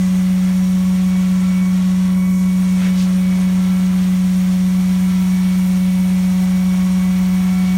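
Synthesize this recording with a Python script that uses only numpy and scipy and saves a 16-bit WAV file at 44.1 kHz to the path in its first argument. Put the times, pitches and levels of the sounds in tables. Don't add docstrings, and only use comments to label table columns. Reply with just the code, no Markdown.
import sys
import numpy as np
from scipy import signal
from scipy.fft import rfft, irfft, next_fast_len
from scipy.io import wavfile
from scipy.ndimage import uniform_filter1d, map_coordinates

SR = 44100
rng = np.random.default_rng(int(sys.argv[2]) if len(sys.argv) > 2 else 0)


def wav_out(sig):
    wavfile.write(sys.argv[1], SR, np.round(np.clip(np.atleast_2d(sig).T, -1, 1) * 32767).astype(np.int16))


N = 342657
TIME = np.arange(N) / SR

# (time [s], distance of the head [m])
STROKE = [(0, 2.3), (1, 2.5), (2.1, 3.2), (2.75, 3.6), (4, 2.14), (6.5, 1.9), (7.5, 1.38), (7.77, 1.5)]
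# (multiple of its pitch, level at mid stroke [dB], gain per halving of distance [dB], fade depth [dB])
HUM_PARTIALS = [(.5, -50, 5, 1.5), (2, -50, 2, 1.0), (3, -45.5, -3, 1.86), (3.5, -62, -3, 0),
                (4, -52, 10.5, 1.8), (5, -55, 5, 1.5)]
# (multiple of the turning rate, level [dB])
BRUSH_PARTIALS = [(5, -49), (6, -59), (8, -38), (10, -53), (11, -42.5), (13, -54.5), (14, -59.5),
                  (16, -51.5), (18, -53.5), (19, -62.5), (21, -40.5), (22, -40.5), (23, -50), (24, -50.5),
                  (25, -58.5)]
# (time [s], base level [dB])
BLADE_SWELL = [(0, -49), (.4, -57), (.8, -49), (2.5, -48.5), (3.5, -51.5), (4.8, -55), (5.35, -50.5),
               (6.15, -58), (6.85, -48), (7.77, -49.5)]
# (time [s], base level [dB])
WHINE_SWELL = [(0, -55), (.6, -52), (1.17, -44.5), (1.3, -53), (1.57, -41.5), (1.95, -60), (2.23, -44.5),
               (2.85, -43), (3.05, -66), (3.32, -39), (3.55, -60), (3.72, -44.5), (4.2, -58), (4.95, -46.5),
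               (5.5, -45), (6.15, -46), (7.45, -45), (7.72, -41)]
# (multiple of the blade tone, base level [dB])
MAIN_OVERTONES = [(3, -60.5), (5, -55), (6, -71), (8, -67.5), (10, -68)]
SECOND_PARTIALS = [(1, -52.5), (2, -53), (3, -64.5), (4, -65.5)]
THIRD_OVERTONES = [(2, -56.5)]
# (start [s], time until release [s], boost [dB])
FAN_SWELLS = [(1.136, 0.43, 8), (3.5, 0.36, 9), (4.95, 0.22, 8), (7.4, 0.17, 8)]
# (frequency [Hz], relative level [dB])
BOOM_EQ = [(25, -25), (36, -17), (46, -10.5), (70, -2.5), (110, -6.5), (160, -3), (205, -3.5), (250, -1.5),
           (282, 1), (320, -7), (390, -6.5), (490, -15), (650, -15.5), (1000, -39)]
ROAR_EQ = [(350, -28), (520, -8), (620, 0.5), (1000, -2), (1500, -1.5), (2000, -2), (2500, -6), (3500, -18)]
RUSH_EQ = [(1500, -14.5), (2100, -0.5), (2600, -1), (3400, 0), (3900, -2), (4500, -3), (4900, -7),
           (5400, -5.5), (6500, -17.5), (8000, -25)]
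HISS_EQ = [(4200, -19), (5000, -9.5), (5500, -1), (6600, 0.5), (7200, -2), (7750, -4), (8400, -3.5),
           (9500, -12.5), (10400, -16)]
SPRAY_EQ = [(7000, -24), (7800, -7), (8500, 3), (9600, 3), (10000, -0.5), (10400, -3.5), (11100, 0.5),
            (12500, -1), (14200, -1), (15700, -3.5), (17000, -9)]
# (time [s], base level [dB])
SPRAY_LEVEL = [(0, -44.3), (1.1, -46), (2.05, -46), (2.5, -44), (4.1, -45), (5.7, -43), (7.77, -45)]
# (start [s], time until release [s], pitch [Hz], level [dB])
WHISTLES = [(1.85, .85, 950, -50.5), (3.2, 0.63, 933, -50), (4.717, 0.66, 968, -48.5),
            (5.45, 1.7, 955, -51.5)]
# (peak time [s], half length [s], air level [dB], centre [Hz], width [Hz], gurgle level [dB])
SLURPS = [(2.845, 0.042, -33.5, 1750, 2900, -42), (3.006, 0.038, -35.7, 3870, 5060, -47)]
# (time [s], pitch [Hz], level [dB])
GROAN = [(6.1, 85, -75), (6.35, 80.7, -51), (6.65, 71, -57), (6.85, 63, -39), (7, 58.7, -44),
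         (7.15, 54.4, -41), (7.35, 55.7, -35.5), (7.5, 63.2, -47), (7.77, 67, -44)]

MID_STROKE_M, WAND_M_PER_S = 2.2, 0.35
FADES_PER_S = 3.9


def undb(db):
    return np.exp(np.asarray(db) * (np.log(10) / 20))


def unit(x):
    return x / np.sqrt(np.mean(x ** 2))


def curve(table, column=1):
    columns = np.transpose(table)
    return np.interp(TIME, columns[0], columns[column])


def walk(rate):
    step = int(SR / rate)
    held = np.repeat(rng.standard_normal(N // step + 2), step)
    return unit(uniform_filter1d(uniform_filter1d(held, step), step)[:N])


def swell(start, length, attack=0.14, release=0.16):
    return np.clip(np.minimum((TIME - start) / attack, 1 - (TIME - start - length) / release), 0, 1)


def nearness():
    return np.log2(MID_STROKE_M / curve(STROKE))


def pace():
    speed = np.abs(np.gradient(curve(STROKE))) * SR
    return uniform_filter1d(speed, size=SR // 5) / WAND_M_PER_S - 1


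def colour(x, eq):
    hz, db = np.transpose(eq)
    size = next_fast_len(N)
    bin_hz = np.maximum(np.arange(size // 2 + 1) * SR / size, 1)
    gain = undb(np.interp(np.log(bin_hz), np.log(hz), db, left=db[0], right=-90))
    return unit(irfft(rfft(x, size) * gain, size)[:N])


def resonate(x, hz, width_hz):
    b, a = signal.iirpeak(hz, hz / width_hz, fs=SR)
    return unit(signal.lfilter(b, a, signal.lfilter(b, a, x)))


def tone(hz):
    return np.sqrt(2) * np.sin(2 * np.pi * (np.cumsum(hz + np.zeros(N)) / SR + rng.random()))


def wavering(hz, db, jitter_hz, flutter_db):
    return undb(db + flutter_db * walk(16)) * tone(hz + jitter_hz * walk(20))


def fading(partials, fade_db):
    return [(k, db + fade_db * walk(FADES_PER_S)) for k, db in partials]


def rotor(hz, partials, jitter_hz, flutter_db):
    hz = hz + jitter_hz * walk(25)
    return sum(undb(db + flutter_db * walk(25)) * tone(k * hz) for k, db in partials)


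def wet_air(drops_per_s, drop_share):
    ticks = (rng.random(N) < drops_per_s / SR) * rng.standard_normal(N)
    return rng.standard_normal(N) + drop_share * unit(ticks)


def pump(pitch_hz=184.62, drift_hz=0.19, hum_db=-14, hum_near_db=-0.2):
    hz = pitch_hz + drift_hz * walk(1.5)
    near = nearness()
    partials = sum(undb(db + near_db * near + fade_db * walk(FADES_PER_S)) * tone(k * hz)
                   for k, db, near_db, fade_db in HUM_PARTIALS)
    return undb(hum_db + hum_near_db * near) * tone(hz) + partials


def brush(turns_per_s=9.135, drift=0.0005, unsteady_db=0.67):
    hz = turns_per_s * (1 + drift * walk(0.89))
    return sum(undb(db + unsteady_db * walk(5)) * tone(k * hz) for k, db in BRUSH_PARTIALS)


def turbines(main_hz=1125.7, second_hz=1001.5, third_hz=1103.6, drift_hz=0.99, near_db=4):
    blade_db = curve(BLADE_SWELL)
    lift_db = 0.3 * (blade_db - blade_db.mean()) + near_db * nearness()
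    overtones = [(k, db + lift_db) for k, db in MAIN_OVERTONES]
    main = [(1, blade_db - 0.5), (2, curve(WHINE_SWELL) + 0.7)] + fading(overtones, fade_db=1.5)
    third = [(1, blade_db)] + fading(THIRD_OVERTONES, fade_db=1.8)
    out = rotor(main_hz + drift_hz * walk(1.2), main, jitter_hz=1.4, flutter_db=2.0)
    out += rotor(second_hz, fading(SECOND_PARTIALS, fade_db=0.9), jitter_hz=1.79, flutter_db=2.5)
    return out + rotor(third_hz, third, jitter_hz=1.29, flutter_db=2.2)


def fan(hz=1345.5, base_db=-55):
    boost_db = sum(db * swell(start, length) for start, length, db in FAN_SWELLS)
    blade = fading([(1, base_db + boost_db)], fade_db=1.0)
    return rotor(hz, blade, jitter_hz=4.84, flutter_db=2.5)


def suction(gust_db=0.26, surge_db=0.47, flicker_db=0.74):
    near, fast = nearness(), pace()
    gust = gust_db * walk(14)

    def airflow(eq, db, near_db, pace_db, duck_db, hold_s):
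        level = db + near_db * near + pace_db * fast - duck_db * choke(hold_s)
        air = colour(wet_air(drops_per_s=2500, drop_share=0.38), eq)
        return undb(level + gust + surge_db * walk(10) + flicker_db * walk(45)) * air

    boom_db = -42.5 + 0.3 * fast + walk(3) + gust
    boom = undb(boom_db) * colour(rng.standard_normal(N), BOOM_EQ)
    roar = airflow(ROAR_EQ, db=-40.9, near_db=0.5, pace_db=0.35, duck_db=3.3, hold_s=0.27)
    rush = airflow(RUSH_EQ, db=-41.5, near_db=1.3, pace_db=0, duck_db=4.5, hold_s=0.2)
    hiss = airflow(HISS_EQ, db=-44, near_db=0.3, pace_db=0, duck_db=2.3, hold_s=0.04)
    return boom + roar + rush + hiss


def spray(sizzle_hz=11500, near_db=2.5, surge_db=0.25, flicker_db=0.94):
    mist = colour(wet_air(drops_per_s=2500, drop_share=0.3), SPRAY_EQ)
    sizzle = signal.sosfiltfilt(signal.butter(4, sizzle_hz, "high", fs=SR, output="sos"), mist)
    body = undb(flicker_db * walk(45)) * (mist - sizzle)
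    top = undb(near_db * nearness() + flicker_db * walk(45)) * sizzle
    return undb(curve(SPRAY_LEVEL) + surge_db * walk(10)) * (body + top)


def bounce(x, lag_s, sway_s, share):
    lag = lag_s + sway_s * walk(1.5)
    late = map_coordinates(x, [np.arange(N) - lag * SR], order=3)
    return (x + share * late) / np.hypot(1, share)


def whistles(wander_hz=4):
    return sum(swell(start, length) * wavering(hz + wander_hz * walk(2), db, jitter_hz=2.9, flutter_db=1.8)
               for start, length, hz, db in WHISTLES)


def choke(hold_s, start_s=2.06, attack_s=0.13):
    return swell(start_s, attack_s + hold_s, attack_s, release=0.2)


def seal_leak(db=-52):
    return undb(db) * choke(hold_s=0.23) * resonate(rng.standard_normal(N), hz=11700, width_hz=1500)


def slurps(sputter_db=1.0):
    out = 0
    for peak_s, half_s, air_db, hz, width_hz, gurgle_db in SLURPS:
        air = resonate(wet_air(drops_per_s=1300, drop_share=0.75), hz, width_hz)
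        gurgle = resonate(wet_air(drops_per_s=170, drop_share=0.53), hz=520, width_hz=650)
        gulp = undb(air_db) * air + undb(gurgle_db) * gurgle
        envelope = np.exp(-0.5 * ((TIME - peak_s) / half_s) ** 2)
        out += undb(sputter_db * walk(90)) * envelope * gulp
    return out


def groan():
    return wavering(hz=curve(GROAN), db=curve(GROAN, column=2), jitter_hz=1.66, flutter_db=2.0)


def scene():
    nozzle = suction() + seal_leak() + spray() + slurps()
    air = bounce(nozzle, lag_s=0.0023, sway_s=0.00016, share=0.15)
    low_groan = groan()
    machine = pump() + brush() + turbines() + fan()
    return (machine + air + whistles() + low_groan)[None]


def record(dry):
    cutoff_hz = 15800
    return signal.sosfilt(signal.ellip(12, 0.1, 90, cutoff_hz, fs=SR, output="sos"), dry)


dry = scene()
out = record(dry)
wav_out(out)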